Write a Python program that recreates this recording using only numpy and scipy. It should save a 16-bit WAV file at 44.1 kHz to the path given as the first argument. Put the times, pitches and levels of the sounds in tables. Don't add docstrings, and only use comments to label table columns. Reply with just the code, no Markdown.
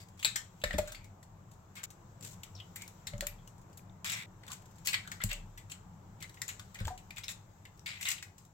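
import sys
import numpy as np
from scipy import signal
from scipy.fft import rfft, irfft, next_fast_len
from scipy.io import wavfile
from scipy.ndimage import uniform_filter1d, map_coordinates

SR = 44100
rng = np.random.default_rng(int(sys.argv[2]) if len(sys.argv) > 2 else 0)


def gain_from_db(level_db):
    decades = np.asarray(level_db, float) / 20
    return 10 ** decades


def materialize(psi):
    bounded = np.clip(np.atleast_2d(psi).T, -1, 1)
    quanta = np.round(bounded * 32767).astype(np.int16)
    wavfile.write(sys.argv[1], SR, quanta)


N = 376569


def unit(x):
    return x / np.sqrt(np.mean(x ** 2) + 1e-20)


def along(points, hz):
    f, v = np.transpose(points)
    return np.interp(np.log(hz + 1), np.log(f + 1), v)


def gain_at(points, t):
    s, db = np.transpose(points)
    return gain_from_db(np.interp(t, s, db))


def filtered(x, response):
    m = next_fast_len(N + SR // 2)
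    return irfft(rfft(x, m) * response(np.fft.rfftfreq(m, 1 / SR)), m)[..., :N]


def in_step(hz):
    cycles = np.round(12 * hz / SR)
    return np.round(cycles * SR / hz).astype(int)


def pick(modes, count, spread):
    hz, db = np.array(modes)[rng.integers(0, len(modes), count)].T
    return hz * np.exp(spread * rng.standard_normal(count)), db


def grains(s, db, hz, cycles, lag, size=160):
    k = np.arange(size)
    turns = np.clip(hz, 200, .45 * SR)[:, None] * k / SR
    left = gain_from_db(db)[:, None] * np.sin(2 * np.pi * turns) * np.exp(-turns / cycles)
    right = left * gain_from_db(rng.normal(0, 4, (len(s), 1)))
    at_left = np.round(s * SR).astype(int)[:, None] + k
    at_right = at_left + lag[:, None]
    return np.array([np.bincount(at.ravel(), ring.ravel(), N + SR)[:N]
                     for at, ring in ((at_left, left), (at_right, right))])


def swarm(rows, count):
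    s, db, *cols, t60 = np.repeat(np.array(rows), count, axis=0).T
    turn = (np.arange(len(s)) % count + rng.uniform(0, 1, len(s))) / count
    late = turn ** 1.3 * t60 / 2
    size_db = db - 4.0 + 12 * np.log10(t60 / 0.088 + 0.43) - 60 * late / t60
    size_db += 20 * np.log10(1 - 0.55 * np.exp(-late / (0.024 * t60)))
    blow_db, blow_s = 2.5, 0.0038
    size_db += blow_db * late / blow_s * np.exp(1 - late / blow_s)
    lag = np.repeat(rng.integers(5, 19, len(rows)), count)
    return s + late, size_db, late, lag, cols


def fracture(s, db, hz, edge_db, top_db, lag, spiky_db):
    # pitch_hz, level_db
    piece_rings = [(3150, -7), (3680, 0), (4400, -4), (5400, -7)]
    # pitch_hz, level_db
    edge_rings = [(6500, -9), (7300, 0), (7900, -1)]
    count = len(s)
    scatter = rng.standard_normal((count, 3))
    crack_size = np.minimum(rng.exponential(1, count), 3.5)
    db = db + spiky_db * (crack_size - 1)
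    small_db = -5 + 0.15 * edge_db
    small_hz, small_share_db = pick(piece_rings, count, spread=.06)
    edge_hz, edge_share_db = pick(edge_rings, count, spread=.03)
    large_hz = hz * np.exp(.11 * scatter[:, 0])
    top_hz = 13200 * np.exp(0.56 * scatter[:, 1])
    dry_hz = 1.15 * hz * np.exp(0.27 * scatter[:, 2])
    large = grains(s, db, large_hz, cycles=3.8, lag=lag, size=320)
    small = grains(s, db + small_db + small_share_db + 3, small_hz, cycles=7, lag=lag, size=280)
    edge = grains(s, db + edge_db + edge_share_db + 4, edge_hz, cycles=5.5, lag=lag, size=140)
    top = grains(s, db + top_db, top_hz, cycles=0.4, lag=lag, size=40)
    crack = grains(s, db - 3, dry_hz, cycles=2.2, lag=lag)
    return crack + large + small + edge + top


def snaps():
    # start_s, peak_db, sharpness_db, t60_s
    halves = [(.8741, -48, 0, 0.17), (.9193, -48.5, 3, 0.089), (4.479, -45.5, -3.5, 0.06),
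              (1.775, -49, -13, 0.19), (1.8375, -51, 13.5, 0.03), (2.2477, -54, 11, 0.039),
              (3.225, -49.5, -19, .19), (4.5041, -51, -1, 0.18), (5.074, -43.5, -5.5, 0.058),
              (5.2372, -50, 21, 0.02), (6.595, -46, -0.5, 0.043), (6.801, -46, -8, 0.14),
              (6.879, -40.5, -5, 0.046), (7.7932, -74, 14, 0.021)]
    plates = [(.3586, -33.5, 3.5, 0.07), (.6378, -26.5, -11, 0.05), (.701, -56.5, -13, .12),
              (.709, -33, -52, 0.026), (.73, -41, -12, 0.11), (.742, -41.5, -19.5, 0.056),
              (2.8777, -57.5, 10.5, 0.03), (3.0696, -44, 4, 0.087), (3.134, -44, -22.5, 0.035),
              (3.1794, -58.5, 4, 0.028), (3.2075, -32, -2, 0.013), (4.06, -60, 0, 0.04),
              (4.434, -50.5, -12, 0.033), (4.4665, -52, 1, 0.0066), (5.1155, -38, -5.5, .08),
              (5.202, -44, -58, 0.16), (5.2146, -37, -18, 0.09), (6.2243, -46, 2, 0.073),
              (6.294, -50.5, -4, 0.036), (6.3713, -52.5, -33, 0.06), (6.417, -43, 9.5, 0.039),
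              (6.7446, -49.5, 1, 0.1)]
    flakes = [(.2468, -31, 3, .085), (.782, -36.5, 0, .082), (.9469, -49.5, -5.5, .14),
              (1.766, -48, -12, .22), (2.4327, -53, 9.5, 0.059), (2.7584, -48, 4, .11),
              (2.8197, -47, 3, 0.029), (3.268, -35, -2, .025), (4.119, -43.5, 7, .1),
              (4.858, -54.5, 16, 0.073), (4.9304, -29, -12, .08), (4.941, -26.5, -10.5, .06),
              (5.291, -49, 0, .14), (5.5754, -51, -1, .13), (6.2046, -56, 2.5, .12), (6.479, -48, 5.5, .12),
              (6.489, -41.5, -1, .13), (6.754, -48, -31, 0.086), (6.7866, -47, -9, 0.15),
              (6.985, -66, -6, .11), (7.1062, -42, -8, .025), (7.161, -57, 5, 0.037),
              (7.1694, -44.5, -8, .089), (7.181, -42, -1, .056), (7.236, -45.5, -2.5, .1),
              (7.652, -49.5, -9.5, .069), (7.8595, -39, -8, 0.14), (8.0098, -45, 3, .11),
              (8.114, -41.5, 7.5, .093), (8.2256, -43.5, -1.5, .062)]
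    chips = [(.193, -59, 5.5, 0.32), (.2275, -40.5, -1.5, .09), (.615, -51, -8, 0.074),
             (2.601, -48, -16, 0.027), (4.097, -40, 3, .06), (4.53, -61, 19.5, .045),
             (4.8714, -34.5, 10, 0.023), (4.88, -35.5, 0, .19), (5.312, -41, -1.5, .05),
             (5.329, -45.5, 6, 0.062), (5.6982, -52, 1, 0.054), (5.7169, -46, -2, .085),
             (6.853, -42.5, -8, 0.02), (6.8495, -63, 17.5, .015), (6.8715, -58.5, 18, .015),
             (6.976, -57, 2.5, .1), (4.517, -51, 8, .04), (2.811, -52.5, -5, 0.049),
             (8.02, -49.5, -0.5, .05), (4.849, -58, 9.5, .12), (7.2815, -39, -2.5, 0.025),
             (8.0269, -44.5, 5.5, .12), (8.0525, -37, -3.5, 0.24), (8.086, -45, 17, 0.044),
             (8.103, -50.5, 12.5, 0.14), (8.18, -47.5, -11, 0.081)]
    # start_s, peak_db
    ticks = [(0.085, -76), (.6, -79), (1.043, -71), (1.228, -71.5), (1.514, -75), (1.5337, -79),
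             (1.9036, -65.5), (2.207, -71), (2.224, -75), (2.27, -71), (3.4745, -69), (3.58, -81),
             (3.614, -79), (3.699, -86), (3.728, -76.5), (3.773, -68.5), (4.6566, -75.5), (4.757, -80),
             (4.783, -74), (6.3417, -72), (8.3806, -69.5), (8.45, -77), (7.775, -79), (4.62, -78),
             (4.71, -79)]
    # start_s, peak_db, pitch_hz, t60_s
    pings = [(.2477, -19, 3820, 0.21), (.2477, -24, 2456, 0.17), (.249, -16, 7660, 0.13),
             (.3595, -32.5, 3130, 0.18), (.3595, -26, 5670, .14), (.6385, -26.5, 1894, 0.042),
             (.7085, -28, 1850, 0.039), (.9455, -39.5, 4510, 0.14), (2.431, -49.5, 3310, .06),
             (2.55, -36, 5530, 0.064), (2.6015, -35.5, 3130, 0.11), (3.2087, -29, 4550, 0.046),
             (3.3822, -56.5, 3280, .18), (4.8726, -19.5, 4360, 0.12), (4.879, -25, 2730, .05),
             (4.9395, -24, 2100, .11), (4.94, -23, 3110, 0.11), (4.941, -29, 4500, 0.04),
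             (6.418, -31, 2010, .1), (6.48, -31, 7300, 0.22), (7.236, -38, 3770, .1),
             (7.239, -29.5, 5340, 0.065), (7.2822, -31.5, 3780, 0.14), (3.069, -27.5, 3960, 0.085)]
    sizes = ((halves, 1500), (plates, 1890), (flakes, 2270), (chips, 2750))
    rows = [(s, db, hz, sharp_db, t60) for table, hz in sizes for s, db, sharp_db, t60 in table]
    tick_hz, tick_sharp_db, tick_t60_s = 2270, 14.5, 0.074
    rows += [(s, db, tick_hz, tick_sharp_db, tick_t60_s) for s, db in ticks]
    s, db, late, lag, (hz, edge_db) = swarm(rows, count=50)
    top_db = edge_db + 19.5 - 300 * late
    broken = fracture(s, db, hz, edge_db, top_db, lag, spiky_db=0.5)

    s, db, late, lag, (hz,) = swarm(pings, count=40)
    ping_hz = hz * np.exp(.035 * rng.standard_normal(len(s)))
    return broken + grains(s, db - 12, ping_hz, cycles=9, lag=in_step(hz), size=360)


def clicks(count=3):
    # start_s, peak_db, pitch_hz
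    sharp_cracks = [(0.2282, -31, 2000.0), (0.2478, -10.5, 4330), (0.3595, -20.5, 7500),
                    (0.6399, -27, 2500), (7.7945, -44, 5700), (0.731, -33.0, 1960.0), (0.785, -33, 7440),
                    (0.9477, -29, 2130.0), (2.21, -37, 7660), (2.4343, -32.5, 3000), (2.6024, -36.0, 3270),
                    (3.0706, -32, 1890.0), (3.134, -44.0, 1510.0), (3.18, -40, 7110.0),
                    (3.209, -25.0, 7240), (3.2235, -36, 1720.0), (3.2692, -28, 13350.0),
                    (3.4773, -45.0, 7500), (3.773, -47, 7680), (4.0487, -48, 7300), (4.0971, -27, 3770.0),
                    (4.1075, -27, 3140.0), (4.188, -35, 2240.0), (4.504, -39, 4440), (4.5275, -32, 7360.0),
                    (4.8619, -36.0, 7260), (4.874, -22.0, 4350.0), (4.9337, -22, 2170.0),
                    (4.9407, -24, 2240.0), (4.947, -26, 4440), (4.96, -43, 2910.0), (5.2144, -44, 2050.0),
                    (5.2385, -19, 7600), (5.2915, -45, 7100), (5.3106, -34, 2820.0), (6.2311, -33, 1910),
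                    (6.4194, -34, 1900), (6.4805, -27, 7110.0), (6.4893, -28, 7260), (6.5967, -36, 1550),
                    (6.8538, -32, 7540.0), (6.8722, -38, 7500), (6.8806, -29, 1650), (7.1055, -46, 2220.0),
                    (7.1696, -31, 2480.0), (7.182, -38, 2030), (7.2352, -34, 3700.0), (7.2825, -28, 3870),
                    (7.292, -32, 2160), (7.8685, -25, 3560), (7.9013, -39, 2300.0), (8.0285, -41, 2330.0),
                    (8.0405, -42, 7600.0), (8.0657, -25, 2910.0), (8.0733, -40, 3170.0),
                    (8.083, -23, 2710.0), (8.105, -27, 7540.0), (8.116, -24, 2670.0),
                    (8.1871, -41.0, 2800.0), (8.2283, -33, 2510)]
    s, db, hz = np.transpose(sharp_cracks)
    db = db - 6
    lag = rng.integers(8, 15, len(s))
    ring_s = .0012
    ring = grains(s, db, hz, cycles=ring_s * hz[:, None], lag=in_step(hz))
    chance = rng.uniform(0, 1, (len(s) * count, 2))
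    s, db, lag = (np.repeat(v, count) for v in (s, db, lag))
    broad_hz = 2500 * 5 ** chance[:, 1]
    broad = grains(s + .0008 * chance[:, 0], db - 5, broad_hz, cycles=0.68, lag=lag, size=60)
    return ring + broad


def crunch(count=400):
    # peak_s, rise_s, fall_s, level_db, sharpness_db
    squeezes = [(.86, 0.031, 0.25, -59, -3), (2.262, 0.07, 0.19, -78, 21), (4.135, 0.058, 0.07, -43, 2),
                (4.52, 0.12, 0.081, -59, 0), (4.942, 0.12, 0.33, -60, 4), (5.316, 0.034, 0.03, -39, -29),
                (5.718, 0.02, 0.024, -62.5, 18), (6.231, 0.058, 0.077, -61, -5),
                (7.875, 0.015, 0.24, -46, -3), (8.1, 0.093, 0.11, -47, -3)]
    clumps = map_coordinates(rng.standard_normal(N // 300 + 4), [np.arange(N) / 300])
    peak, rise, fall, db, sharp_db = np.repeat(np.array(squeezes), count, axis=0).T
    after = rng.uniform(0, 1, len(peak)) * (rise + fall) - rise
    away = np.where(after < 0, -after / rise, after / fall)
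    s = peak + after
    dulls_db, ease_db = 28, 28.5
    edge_db = sharp_db - dulls_db * away * (after > 0)
    db = db + 10 * np.log10((rise + fall) / 0.16) - ease_db * away - 0.5
    db = db + 0.37 * clumps[(s * SR).astype(int)]
    lag = rng.integers(4, 16, len(s))
    return fracture(s, db, 2355, edge_db, edge_db - 18, lag, spiky_db=-1.5)


def tears(count=250):
    # start_s, length_s, level_db, sharpness_db
    seams = [(.001, 0.039, -58.5, 4), (0.174, 0.05, -67, 6), (1.754, .05, -54, 4.5),
             (1.833, 0.024, -47, 5.5), (2.225, 0.12, -67.5, 19.5), (3.275, 0.054, -73, -1.5),
             (4.044, .11, -37.5, -2), (4.159, 0.078, -41, -6.5), (7.289, 0.036, -45, 5.5),
             (8.39, 0.08, -88, 22), (2.789, 0.12, -60, -2), (8.067, 0.067, -52.5, 9.5),
             (0.653, 0.15, -50, -5)]
    start, length, db, edge_db = np.repeat(np.array(seams), count, axis=0).T
    done = rng.uniform(0, 1, len(start))
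    sag_db = 8.5
    db = db + 10 * np.log10(length / 0.12) - sag_db * done - 6.5
    lag = rng.integers(4, 16, len(db))
    return fracture(start + done * length, db, 2180, edge_db, edge_db + 17.5, lag, spiky_db=1.5)


def splinters():
    # start_s, peak_db, t60_s
    showers = [(0.7835, -27, 0.04), (2.8205, -37.5, 0.05), (2.8785, -42, .04), (3.7735, -38, .06),
               (2.7584, -29.5, 0.053), (4.9195, -36, 0.02), (3.2066, -34, 0.028), (3.2675, -26.5, 0.1),
               (4.8735, -26, 0.06), (5.2385, -23, 0.04), (0.3595, -28, .04), (1.838, -35, .03)]
    s, db, late, lag, _ = swarm(showers, count=60)
    hz = 12800 * np.exp(.1 * rng.standard_normal(len(s)))
    return grains(s, db - 4, hz, cycles=2.5, lag=lag, size=40)


def sings(count=60):
    # start_s, length_s, level_db, pitch_hz
    loose_pieces = [(2.764, .085, -63.5, 2270), (4.053, 0.09, -53, 3650), (4.116, 0.039, -52, 2300),
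                    (4.131, .024, -48, 5600), (4.194, 0.045, -55, 2240), (4.198, 0.037, -59, 3600),
                    (5.203, 0.018, -50, 2050), (5.304, 0.037, -50.5, 2780), (6.216, .04, -57.5, 2060),
                    (6.218, 0.029, -58, 4000), (7.299, 0.019, -54, 7340), (8.059, 0.03, -44, 2900),
                    (8.06, 0.044, -45, 2060), (0.71, 0.033, -51, 1800), (4.972, .03, -54, 2145),
                    (5.047, .045, -63, 1570), (7.861, 0.05, -54, 4700), (8.002, 0.041, -57, 2120),
                    (4.497, .035, -55, 1115), (4.056, 0.064, -54, 5200), (0.366, 0.03, -60, 1800),
                    (1.005, .08, -71, 2250), (.001, .03, -64, 4800), (.192, .026, -64, 3400),
                    (2.812, .04, -69, 2200)]
    start, length, db, hz = np.repeat(np.array(loose_pieces), count, axis=0).T
    chance = rng.standard_normal((len(db), 2))
    s = start + length * rng.uniform(0, 1, len(db))
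    db = db + 10 * np.log10(length / .05) + 4 * chance[:, 0]
    return grains(s, db, hz * np.exp(.035 * chance[:, 1]), cycles=8, lag=in_step(hz), size=360)


def scrape(count=120):
    start_s, length_s, level_db = 2.551, 0.048, -62
    from_hz, to_hz = 5900, 2800
    done, scatter = rng.uniform(0, 1, count), rng.standard_normal((2, count))
    hz = from_hz * (to_hz / from_hz) ** done * np.exp(0.12 * scatter[0])
    return grains(start_s + done * length_s, level_db + 4 * scatter[1], hz, cycles=4, lag=in_step(hz))


def shell_tone(breaking):
    # centre_hz, width_hz, depth_db
    port_dip = (9500, 1900, -17)
    centre_hz, width_hz, depth_db = port_dip

    def response(hz):
        band = 1j * hz * width_hz
        dip = 1 - (1 - gain_from_db(depth_db)) * band / (centre_hz ** 2 - hz * hz + band)
        return dip * (1j * hz / (1j * hz + 950)) ** 3
    return filtered(breaking, response)


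def taps():
    # start_s, peak_db, pitch_hz, t60_s
    clean_taps = [(.2475, -20, 3900, .01), (.3590, -33, 1800, .02), (.3592, -41, 850, .012),
                  (.3586, -29, 5000, .01), (.6383, -28, 1750, .03), (.7082, -27, 1900, .025),
                  (.7305, -40, 3200, .015), (.7838, -28, 850, .035), (1.229, -56, 1900, .02),
                  (2.6012, -38, 3180, .03), (3.0702, -33, 5300, .008), (3.2082, -33, 1900, .015),
                  (3.2688, -26, 7400, .015), (3.476, -52, 2900, .03), (3.7935, -54, 2400, .015),
                  (3.897, -56, 3600, .015), (4.8725, -30, 7600, .012), (4.8735, -32, 2000, .025),
                  (5.2372, -43, 595, .04), (5.2035, -42, 1350, .05), (6.4175, -34, 1950, .03),
                  (6.755, -43, 2040, .03), (6.853, -44, 1600, .025), (6.871, -42, 640, .025),
                  (6.8792, -31, 900, .035), (7.1065, -41, 2380, .02), (8.1035, -26, 7000, .006)]
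    out, t = np.zeros((2, N + SR)), np.arange(SR // 20) / SR
    for s, db, hz, t60 in clean_taps:
        ring = gain_from_db(db - 60 * t / t60) * np.sin(2 * np.pi * hz * t)
        start = round(s * SR)
        out[0, start:][:len(t)] += ring
        out[1, start + in_step(hz):][:len(t)] += ring
    return out[:, :N]


def plops():
    # start_s, peak_db, pitch_hz, t60_s
    slaps = [(0.248, -22, 934, 0.0081), (0.638, -20.5, 590, 0.033), (0.739, -27.5, 606, 0.045),
             (0.784, -17, 616, 0.072), (0.784, -34, 760, 0.035), (0.746, -30, 276, 0.054),
             (0.705, -43, 705, 0.076), (0.832, -42, 580, 0.07), (3.134, -39.5, 578.5, 0.11),
             (3.224, -33, 578, 0.091), (5.322, -47.5, 577, 0.1), (6.806, -49, 513, 0.11),
             (6.88, -27, 880, 0.018), (6.8821, -37, 1214, 0.025), (6.89, -47, 1000, 0.078),
             (6.904, -34, 738, 0.14)]
    rise = 0.0053
    out, t = np.zeros(N + SR), np.arange(SR // 2) / SR
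    for s, db, hz, t60 in slaps:
        slosh = unit(uniform_filter1d(rng.standard_normal((2, len(t))), size=500))
        phase = 2 * np.pi * hz * (t + rise * t * t / .1) + .5 * slosh[0]
        ring = np.sin(phase) * gain_from_db(2.2 * slosh[1] - 60 * t / t60)
        wet = unit(uniform_filter1d(rng.standard_normal(len(t)), size=16))
        splat = gain_from_db(-17 - 60 * t / 0.045) * (wet - uniform_filter1d(wet, size=110))
        onset = 1 - np.exp(-t / 0.0024)
        out[round(s * SR):][:len(t)] += gain_from_db(db) * (ring + splat) * onset
    return out[:N]


def thuds():
    # start_s, peak_db, thump_hz, sway_db, rim_db
    landings = [
        (0.639, -31.5, 63.3, -4, -8.5),
        (0.738, -25.5, 68, -12, -6.5),
        (0.786, -32.5, 85, -10, -5.5),
        (3.134, -32.5, 112.6, -7, -7.5),
        (3.189, -41.5, 56.5, -1, 0.5),
        (5.239, -25, 104, -8, -5),
        (6.805, -28.5, 102.3, -6, -8),
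        (6.849, -27, 77.6, -13, -20.5),
    ]
    out, t = np.zeros(N + SR), np.arange(SR) / SR
    bend = t + 0.28 * 0.0095 * (1 - np.exp(-t / 0.00039))
    onset = 1 - np.exp(-t / 0.0055)
    for s, db, thump_hz, sway_db, rim_db in landings:
        # pitch Hz, t60 s, level dB
        modes = ((33, 0.84, sway_db), (thump_hz, 0.17, 0), (193.3, 0.13, rim_db), (110, 0.19, rim_db - 33.5))
        for hz, t60, level_db in modes:
            ring = gain_from_db(db + level_db - 60 * t / t60) * np.sin(2 * np.pi * hz * bend)
            out[round(s * SR):][:SR] += ring * onset
    return out[:N]


def ports(x, lead_s):
    sides = np.array([[1], [-1]])
    return filtered(x, lambda hz: np.exp(1j * np.pi * hz * lead_s * sides))


def tiles(x):
    # freq_hz, t60_s
    room_decay = [(300, 0.32), (2000, 0.26), (8000, 0.24), (15000, 0.15)]
    hz, t, z = signal.stft(rng.standard_normal((2, SR // 3)), SR, nperseg=256)
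    fade = gain_from_db(-60 * t / along(room_decay, hz)[:, None])
    tail = signal.istft(z * fade, SR, nperseg=256)[1]
    delayed = np.pad(x, (120, 0))[None]
    return signal.fftconvolve(delayed, tail / np.linalg.norm(tail[0]), axes=1)[:, :N]


def kitchen():
    # freq_hz, level_db per Hz
    air_tone = [(140, -48.5), (230, -46), (300, -8), (633, -7.5), (886, -4.5), (1770, -15.5), (3670, -16),
                (4230, -17.5), (4620, -19), (7730, -9), (9230, -48.5), (11400, -21.5), (16000, -22)]
    # freq_hz, level_db per Hz
    rumble_tone = [(13, -65), (22, -5), (43, -5), (64, -19), (80, -4), (102, 2.5), (129, -6.5), (187, -4.5),
                   (236, -19), (280, -21), (360, -33.5), (620, -120)]
    # freq_hz, likeness
    port_likeness = [(60, 0.96), (180, 1), (550, 0.41), (1650, -0.022), (4970, 0.003), (15000, -0.03)]
    # time_s, level_db
    fridge_load = [(0, -58.5), (.66, -57.5), (1.54, -58), (2.55, -56), (4.66, -56.5), (5.97, -56.5),
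                   (8.28, -60), (8.54, -62)]
    # time_s, level_db
    skin_level = [(0, -75), (.88, -68.5), (1.19, -80), (2.85, -67.5), (4.09, -79), (5.16, -66),
                  (5.42, -72.5), (6.23, -75.5), (6.37, -66.5), (7.85, -76), (8.01, -61.5), (8.54, -85)]

    z = signal.stft(rng.standard_normal((2, N)), nperseg=1024)[2]
    field = uniform_filter1d(uniform_filter1d(rng.standard_normal(z.shape[1:]), 5, 0), 6, 1)
    pair = signal.istft(z * gain_from_db(1.36 * unit(field)), nperseg=1024)[1][:, :N]

    def spread(hz):
        angle = np.arccos(np.clip(along(port_likeness, hz), -1, 1)) / 2
        return [np.cos(angle), np.sin(angle)]

    def low(hz):
        return 1 / (1 + (hz / 1900) ** 6)
    mid, side = filtered(pair, spread)
    air, t = np.array([mid + side, mid - side]), np.arange(N) / SR
    rumble = filtered(air, lambda hz: gain_from_db(along(rumble_tone, hz)))
    body = filtered(air, lambda hz: gain_from_db(along(air_tone, hz)) * low(hz))
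    hiss = filtered(air, lambda hz: gain_from_db(along(air_tone, hz)) * (1 - low(hz)))
    fridge = gain_at(fridge_load, t) * (gain_from_db(2) * unit(rumble) + gain_from_db(-6.5) * unit(body))
    hiss_floor_db = -76
    return fridge + np.hypot(gain_from_db(hiss_floor_db), gain_at(skin_level, t)) * unit(hiss)


def scene():
    scene_changes = [0, 1.858, 4.26, 5.9, 8.6]
    breaking = snaps() + crunch() + tears() + scrape() + splinters() + clicks() + sings()
    shell, slap, t = shell_tone(breaking), plops(), np.arange(N) / SR
    near = gain_from_db(2.5) * shell + ports(slap, lead_s=.0001) + ports(thuds(), lead_s=.0004) + taps()
    to_room = gain_from_db(-4.0) * shell[0] + gain_from_db(-8) * slap
    room = np.zeros((2, N))
    for start, end in zip(scene_changes, scene_changes[1:]):
        part = (t >= start) & (t < end)
        room += part * tiles(part * to_room)
    return near + room + kitchen()


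def top_cut(x):
    return signal.sosfilt(signal.butter(12, 16990, fs=SR, output="sos"), x)


def record(dry):
    # freq_hz, difference_db
    left_lean = [(60, 1), (250, 3.5), (600, 0), (1500, 3.5), (4000, 6), (12000, 7)]
    top_hz = 15900

    def colour(hz):
        lean_db = along(left_lean, hz) * np.array([[.5], [-.5]])
        top_db = -22 * (hz > top_hz) - 40 * (hz > 1.05 * top_hz)
        return gain_from_db(lean_db + top_db) / (1 + (24 / (hz + 1)) ** 4)
    return top_cut(filtered(dry, colour))


dry = scene()
out = record(dry)
materialize(out)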